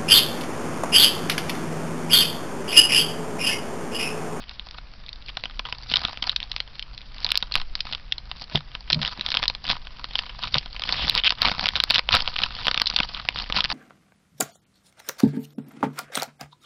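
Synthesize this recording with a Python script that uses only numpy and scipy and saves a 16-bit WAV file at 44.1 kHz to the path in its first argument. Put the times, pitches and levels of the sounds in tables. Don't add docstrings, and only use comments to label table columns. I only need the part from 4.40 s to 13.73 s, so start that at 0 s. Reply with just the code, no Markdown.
import sys
import numpy as np
from scipy import signal
from scipy.fft import rfft, irfft
from scipy.io import wavfile
from scipy.ndimage import uniform_filter1d

SR = 44100
rng = np.random.default_rng(int(sys.argv[2]) if len(sys.argv) > 2 else 0)


def to_wav(s):
    ch = np.atleast_2d(s).T
    pcm = np.round(np.clip(ch, -1, 1) * 32767)
    wavfile.write(sys.argv[1], SR, pcm.astype(np.int16))


def rack_gain(trim_db):
    fader = np.asarray(trim_db, float)
    return 10 ** (fader / 20)


N = 411453


def evened(x):
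    return x / np.sqrt(np.mean(x ** 2) + 1e-20)


def read(points, hz):
    f, value = np.transpose(points)
    return np.interp(np.log(hz + 1), np.log(f + 1), value)


def curve(rows):
    s, value = np.transpose(rows)
    return np.interp(np.arange(N) / SR, s, value)


def coloured(gain):
    hz = np.fft.rfftfreq(N + 1, 1 / SR)
    spectrum = rfft(rng.standard_normal(N + 1)) * gain(hz)
    return evened(irfft(spectrum)[:N])


# (frequency [Hz], relative level [dB])
ROOM_COLOUR = [(50, -11), (170, -2), (360, -14.5), (620, -11.5), (2470, -13.5), (3610, -17.5),
               (4910, -12.5), (5800, -25.5)]
# (time [s], level [dB])
RUMBLE_LEVEL = [(0, -42.5), (9.33, -41)]


def background(tone_db=-53, hum_hz=119, hum_db=-59.5):
    tone = rack_gain(tone_db) * coloured(lambda hz: rack_gain(read(ROOM_COLOUR, hz)))
    hum = rack_gain(hum_db) * coloured(lambda hz: 1 / (1 + ((hz - hum_hz) / 4) ** 2))
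    rumble = rack_gain(curve(RUMBLE_LEVEL)) * coloured(lambda hz: hz / (1 + (hz / 42) ** 5))
    return tone + hum + rumble


# (time [s], swing level before decay [dB], swing rate [Hz])
LOW_SWINGS = [(3.156, -19.5, 11), (5.277, -26.5, 14), (6.162, -20, 138), (6.629, -25.5, 65),
              (7.759, -24, 9)]


def low_swings(cycles=1.5):
    t, out = np.arange(N) / SR, np.zeros(N)
    for s, db, hz in LOW_SWINGS:
        since_s = t - s
        decay = np.exp(-np.maximum(since_s, 0) * hz / cycles)
        out += rack_gain(db) * np.sin(2 * np.pi * hz * since_s) * decay * (since_s > 0)
    return out


# (frequency [Hz], starting level [dB], t60 [s])
TABLE_MODES = [(149.3, -0.5, 0.14), (210.5, -3, .06), (327, -7, 0.037), (587, 0, .03), (955, -2, 0.016)]
# (time [s], peak [dB], length of the push [s])
TABLE_BUMPS = [(4.113, -39, 0.017), (4.149, -13, 0.01), (4.523, -26, 0.029), (4.557, -19, 0.0565),
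               (4.788, -32, 0.012), (6.639, -27, 0.016)]


def bumps():
    t, out = np.arange(SR // 2) / SR, np.zeros(N + SR)
    modes = sum(rack_gain(db - 60 * t / t60) * np.cos(2 * np.pi * hz * t) for hz, db, t60 in TABLE_MODES)
    for s, db, push_s in TABLE_BUMPS:
        rough = uniform_filter1d(rng.standard_normal(len(t)), 1 + round(push_s * SR / 20))
        push = rough * np.exp(-(t / max(push_s, .001)) ** 3)
        knock = signal.fftconvolve(push, modes)[:len(t)]
        out[round(s * SR):][:len(t)] += rack_gain(db) * knock / abs(knock).max()
    return out[:N]


# (time of the top [s], handling level there [dB], swell [s], fade [s])
SQUEEZE_TOPS = [(0.018, -37, 0.049, 0.021), (0.1, -42, 0.058, 0.14), (0.378, -35, 0.0096, 0.02),
                (0.68, -48, 0.026, 0.029), (0.892, -30.5, 0.029, 0.011), (0.99, -42, 0.058, 0.19),
                (1.258, -37, 0.011, 0.11), (1.43, -39, 0.075, 0.02), (1.499, -29.5, 0.031, 0.32),
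                (1.649, -26.5, 0.014, 0.014), (1.89, -31.5, 0.065, 0.048), (2.031, -34.5, 0.047, 0.026),
                (2.151, -37.5, 0.075, 0.037), (2.36, -36, 0.03, 0.01), (2.879, -33.5, 0.14, 0.16),
                (3.161, -27.5, 0.034, 0.05), (3.37, -39.5, 0.045, 0.052), (3.491, -33.5, 0.045, 0.075),
                (4.021, -40, 0.085, 0.033), (4.161, -23, 0.045, 0.024), (4.511, -32, 0.042, 0.058),
                (4.629, -31, 0.028, 0.13), (4.918, -34.5, 0.16, 0.17), (5.029, -21, 0.014, 0.017),
                (5.313, -27, 0.081, 0.053), (5.778, -36.5, 0.14, 0.2), (6.062, -29, 0.059, 0.028),
                (6.148, -22, 0.025, 0.037), (6.499, -28, 0.087, 0.091), (6.65, -29, 0.23, 0.067),
                (6.77, -23.5, 0.21, 0.016), (7.049, -22.5, 0.073, 0.093), (7.251, -26.5, 0.11, 0.041),
                (7.362, -29.5, 0.074, 0.079), (7.57, -21.5, 0.092, 0.018), (7.74, -14.5, 0.029, 0.058),
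                (8.0, -32, 0.083, 0.14), (8.268, -29, 0.14, 0.039), (8.58, -35, 0.12, 0.23),
                (8.77, -32, 0.034, 0.058), (8.98, -28, 0.054, 0.072), (9.171, -20.5, 0.034, 0.035),
                (9.33, -27, 0.072, 0.021)]
# (time [s], handling level [dB])
GRIP_LEVEL = [(0, -53), (2.5, -49), (4.4, -48.5), (6.3, -44.5), (7.65, -47), (7.8, -36), (9.33, -41)]


def handling(swell_db=15):
    t, power = np.arange(0, N + 64, 64) / SR, 0
    for top, db, swell_s, fade_s in SQUEEZE_TOPS:
        away = np.where(t < top, (top - t) / max(swell_s, .003), (t - top) / max(fade_s, .003))
        power = power + rack_gain(db - swell_db * away ** 1.47) ** 2
    power = np.interp(np.arange(N) / SR, t, power) + rack_gain(curve(GRIP_LEVEL)) ** 2
    return 10 * np.log10(power)


def flexing(below_db=-14.5):
    return rack_gain(below_db + handling()) * coloured(lambda hz: 1 / (1 + (hz / 170) ** 3))


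# (frequency [Hz], level [dB])
FOIL_COLOUR = [(200, -15), (380, -27.5), (520, -16), (1020, -8.5), (1800, -5), (3000, -2), (5100, -2.5),
               (5900, -14)]


def snap_shapes(ring_hz, thud_db, burst_s=0.00048, ring_width_hz=800, flat_db=-12):
    t, hz = np.arange(1024) / SR, np.fft.rfftfreq(1024, 1 / SR)
    noise = rng.standard_normal((len(ring_hz), 1024))
    spread = np.exp(0.46 * rng.standard_normal((len(ring_hz), 1)))
    u = np.maximum(t - .002, 0) / (burst_s * spread)
    colour = rack_gain(read(FOIL_COLOUR, hz))
    quick = rfft(noise * u * np.exp(-u)) * colour
    slow = rfft(noise * u * np.exp(-u / 2.5)) * colour
    ring = 1 / (1 + ((hz - ring_hz[:, None]) / ring_width_hz) ** 2) + rack_gain(flat_db)
    low = 1 / (1 + (hz / 1500) ** 6)
    crease = irfft(quick * ring * (1 - low))
    pouch = irfft(slow * low)
    crease = crease / abs(crease).max(1, keepdims=True)
    pouch = pouch / abs(pouch).max(1, keepdims=True)
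    return crease + rack_gain(np.minimum(thud_db, 0))[:, None] * pouch


def lay(s, db, shapes):
    at = np.round((s - .002) * SR).astype(int)[:, None] + np.arange(shapes.shape[1])
    return np.bincount(np.clip(at, 0, N).ravel(), (rack_gain(db)[:, None] * shapes).ravel(), N + 1)[:N]


def peel(start, end, rate0, rate1, db0, db1, ring_hz):
    t = np.arange(start, end, 1 / SR)
    turns = np.cumsum(np.geomspace(rate0, rate1, len(t))) / SR
    s = np.r_[start, t[1:][np.diff(turns // 1) > 0]]
    s = s + .00015 * rng.standard_normal(len(s))
    shapes = snap_shapes(np.full(len(s), ring_hz), np.full(len(s), -20.),
                         burst_s=.00025, ring_width_hz=750, flat_db=-30)
    return lay(s, np.interp(s, [start, end], [db0, db1]), shapes)


# (start [s], end [s], slip rate at start [1/s], at end [1/s],
#                crease peak at start [dB], at end [dB], ring [Hz])
SEAM_PEELS = [(6.571, 6.645, 1040, 1740, -26, -25, 3330), (6.778, 6.802, 370, 360, -9, -16, 3260),
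              (6.837, 6.879, 100, 800, -8, -6.5, 3100)]


def peels():
    return sum(peel(*row) for row in SEAM_PEELS)


def crackle(spread_db=5.5, crowding=.4, thud_db=-15, count=40):
    shapes = snap_shapes(np.linspace(2600, 4800, count), rng.normal(thud_db, 7.95, count))
    level_db = handling()
    per_s = crowding * np.interp(level_db, [-50, -20], [200, 900])
    size = evened(rack_gain(spread_db * np.minimum(rng.exponential(1, N), 3)))
    struck = rng.random(N) < per_s / SR
    strikes = rack_gain(level_db) * size * struck * np.sqrt(SR / per_s)
    place = coloured(lambda hz: hz < 25) + .6 * rng.standard_normal(N)
    kind = np.clip(count * (.5 + place / 4), 0, count - 1).astype(int)
    out = sum(signal.oaconvolve(strikes * (kind == k), shape)[:N] for k, shape in enumerate(shapes))
    return out / np.sqrt((shapes ** 2).sum(1).mean())


def rustle():
    patchy_db = 3 * coloured(lambda hz: hz < 40)
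    return rack_gain(patchy_db - 10.5) * crackle(spread_db=2.5, crowding=4, thud_db=-20)


def buckling():
    return rack_gain(np.interp(handling(), [-45, -25], [-3, -1])) * crackle()


# (time [s], crease peak [dB], pouch thud re crease, at most 0 [dB])
CREASE_SNAPS = [(0.0939, -18.5, -32), (0.1959, -16, -18), (0.287, -25.5, -24), (0.3106, -22, -23),
                (0.663, -28.0, -33), (0.6912, -20.5, -38), (0.7296, -23.5, -35), (0.97, -14, -9.5),
                (1.038, -12, -16), (1.0554, -16, -11.5), (1.1934, -12.5, -10.5), (1.2526, -21, -4.5),
                (1.3252, -13, -12), (1.5152, -11.0, -13), (1.5217, -13, -17), (1.5381, -3.0, -18.5),
                (1.5574, -4, -36), (1.5695, -0.5, -22), (1.6504, -5.5, -12.5), (1.7734, -18.5, -12.5),
                (1.8242, -14, -12), (1.826, -12.0, -17), (1.8403, -14, -20), (1.8943, -5.5, -25.5),
                (1.962, -5.5, -29.5), (2.0024, -15.5, -30), (2.029, -12.5, -34), (2.1164, -12.5, -43),
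                (2.1634, -9.5, -16.5), (2.2028, -7.5, -25), (2.3948, -12.5, -30), (2.4252, -19, -33),
                (2.5776, -23, -27), (2.6164, -27.5, -14), (2.8459, -4.5, -36), (2.865, -11, -20),
                (2.89, -14, -22), (2.9051, -11, -25), (2.9182, 1.5, -24), (2.9448, -16, -15),
                (2.9553, -1.5, -24), (2.975, 0.5, -30), (3.0255, -10.5, -13.5), (3.1216, -12, -46),
                (3.1394, -13.5, -27), (3.1545, 0, -15), (3.1612, -7.5, -11.5), (3.2148, -18, -10.5),
                (3.3532, -9.5, -17.5), (3.4052, -9.5, -35), (3.5254, -13.5, -16), (3.5291, -20.5, -18),
                (3.533, -13.5, -18), (3.5486, -14, -17), (3.722, -7, -37), (3.7813, -18.5, -20),
                (3.9146, -13, -14), (4.0216, -22, -27), (4.1567, -2.5, -27), (4.3506, -15.5, -13),
                (4.5014, -6.5, -15), (4.508, -16, -9), (4.5217, -12.5, -41), (4.5285, -2.0, -36),
                (4.5448, -10.5, -36), (4.6162, -12, -19), (4.6205, -14.5, -16), (4.6264, -13.5, -18),
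                (4.6294, -10.5, -14), (4.6493, -9, -22), (4.659, -14, -15), (4.6667, -15.5, -17),
                (4.677, -10, -19), (4.7953, -18.5, -18), (4.81, -11.0, -21), (4.8626, -9, -22),
                (4.9041, -8, -23), (4.918, -7.5, -20), (4.924, -19, -24), (4.9425, -6.5, -16),
                (4.9483, -9.5, -11), (4.9706, -3, -18.5), (5.0287, -7.5, -12.5), (5.0371, -10.5, -12),
                (5.056, -10, -19), (5.0804, -3, -34), (5.099, -9.5, -13), (5.1496, -16.5, -17),
                (5.2523, -19, -15), (5.267, -16.0, -34), (5.279, -15.5, -13), (5.2893, -14, -14),
                (5.2947, -11.5, -12), (5.2995, -9, -17), (5.3137, -4.5, -19), (5.321, -12.5, -21),
                (5.4703, -24.5, -6.5), (5.6428, -13.5, -9), (5.7546, -6, -17), (5.79, -6.5, -18),
                (5.794, -15, -12.5), (6.0355, -11.5, -18), (6.1424, -2.5, -24.5), (6.1529, -13, -3),
                (6.1569, -11.5, -5), (6.169, -14, -9.5), (6.1826, -5.5, -36), (6.2587, -21, -11),
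                (6.3638, -18.5, -28), (6.3958, -15.5, -14), (6.42, -12.5, -15), (6.437, -10, -21),
                (6.49, -13, -11.5), (6.5248, -4, -17.5), (6.6804, -10, -9.5), (6.6967, 1, -31),
                (6.7514, -2, -16), (6.7769, -3, -34), (6.8944, -7, -38), (6.9053, -5, -16),
                (6.9217, -12.5, -6), (7.0182, -1.5, -12.5), (7.0539, -6, -19), (7.0636, -10.5, -7),
                (7.0843, -14.5, 0.5), (7.096, -12.5, -6.5), (7.1949, -7, -9), (7.2573, -4.5, -14),
                (7.2687, -10, -11), (7.2821, -10.5, -21), (7.2877, -1.5, -25), (7.3555, -7.5, -14),
                (7.3622, -8.5, -14), (7.368, -12.5, -16), (7.4014, -2, -17), (7.438, -0.5, -15),
                (7.5017, -3.5, -17), (7.5064, 1, -13), (7.5118, -6, -10), (7.5197, -8, -25),
                (7.544, -1.5, -28), (7.5504, 0, -23), (7.5576, 2.5, -18), (7.5605, 1, -22),
                (7.5809, -0.5, -12), (7.5866, -4, -16), (7.5923, 2.5, -13), (7.6898, -3.5, -9),
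                (7.7226, -6, -36), (7.7278, -4.5, -16), (7.7392, -4.5, -12.5), (7.7461, -10.5, 0),
                (7.75, -7.5, 0), (7.7586, -3, -8), (7.767, -0.5, -11), (7.8055, -9.5, -18),
                (7.8587, -19, -16), (7.8764, -7, -10.5), (7.9634, -8.5, -17.5), (7.9886, -6, -20),
                (8.0184, -10.5, -22), (8.0347, -3.5, -21), (8.269, -4, -9), (8.2818, 0, -9),
                (8.3128, -7, -13), (8.344, -6.5, -17), (8.376, -4, -16.5), (8.399, -5.5, -20),
                (8.4171, -0.5, -14), (8.4584, -10, -35), (8.4686, -10, -36), (8.4734, -7.5, -38),
                (8.5002, -6, -31.5), (8.5622, -2, -22), (8.5875, -7.5, -16.5), (8.6019, -5, -7.5),
                (8.6317, -12, -25), (8.747, -16, -20.5), (8.8877, -3, -15.5), (8.9594, -14.5, -4),
                (8.9994, -15, -11), (9.0996, -17, -1.5), (9.124, -7.0, -15), (9.1635, -8, -14),
                (9.1693, -11.5, -7.5), (9.1736, -7, -18), (9.206, -2.5, -25), (9.2417, -7.5, -19),
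                (9.2479, -7.5, -10.5), (9.2555, -12, -14), (9.3163, -14, -2.5)]


def snaps():
    s, db, thud_db = np.transpose(CREASE_SNAPS)
    ring_hz = 3000 - 30 * np.maximum(thud_db, -30) + 300 * rng.standard_normal(len(s))
    return lay(s, db, snap_shapes(ring_hz, thud_db))


# (delay [s], level [dB])
WALL_ECHOES = [(.0041, -17.5)]


def room(x, tail_db=-20, t60=0.089):
    t = np.arange(SR // 3) / SR
    tail = rng.standard_normal(len(t)) * rack_gain(-60 * t / t60) * (t > .004)
    taps = rack_gain(tail_db) * tail / np.linalg.norm(tail)
    for s, db in [(0.00012, 0.008), *WALL_ECHOES]:
        taps[round(s * SR)] += rack_gain(db)
    return signal.oaconvolve(x, taps)[:N]


def scene():
    foil = snaps() + buckling() + rustle() + peels()
    return (room(foil) + flexing() + bumps() + low_swings() + background())[None]


def low_pass(x):
    return signal.sosfilt(signal.butter(12, 16600, fs=SR, output="sos"), x)


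def record(dry, edge_hz=5947, clip_level=.72, recovery_db_per_s=190.0):
    lowpass = signal.firwin(201, edge_hz, window=("kaiser", 9), fs=SR)
    narrow = signal.oaconvolve(dry, lowpass[None], "same")
    over_db = np.maximum(20 * np.log10(abs(narrow[0]) + 1e-9) + 5, 0)
    fall_db = np.arange(N) * recovery_db_per_s / SR
    duck_db = np.maximum.accumulate(1.16 * over_db + fall_db) - fall_db
    duck_db = signal.lfilter([1 / 60], [1, 1 / 60 - 1], duck_db)
    clipped = np.clip(narrow / rack_gain(duck_db), -clip_level, clip_level)
    return low_pass(clipped - .0028)


dry = scene()
out = record(dry)
to_wav(out)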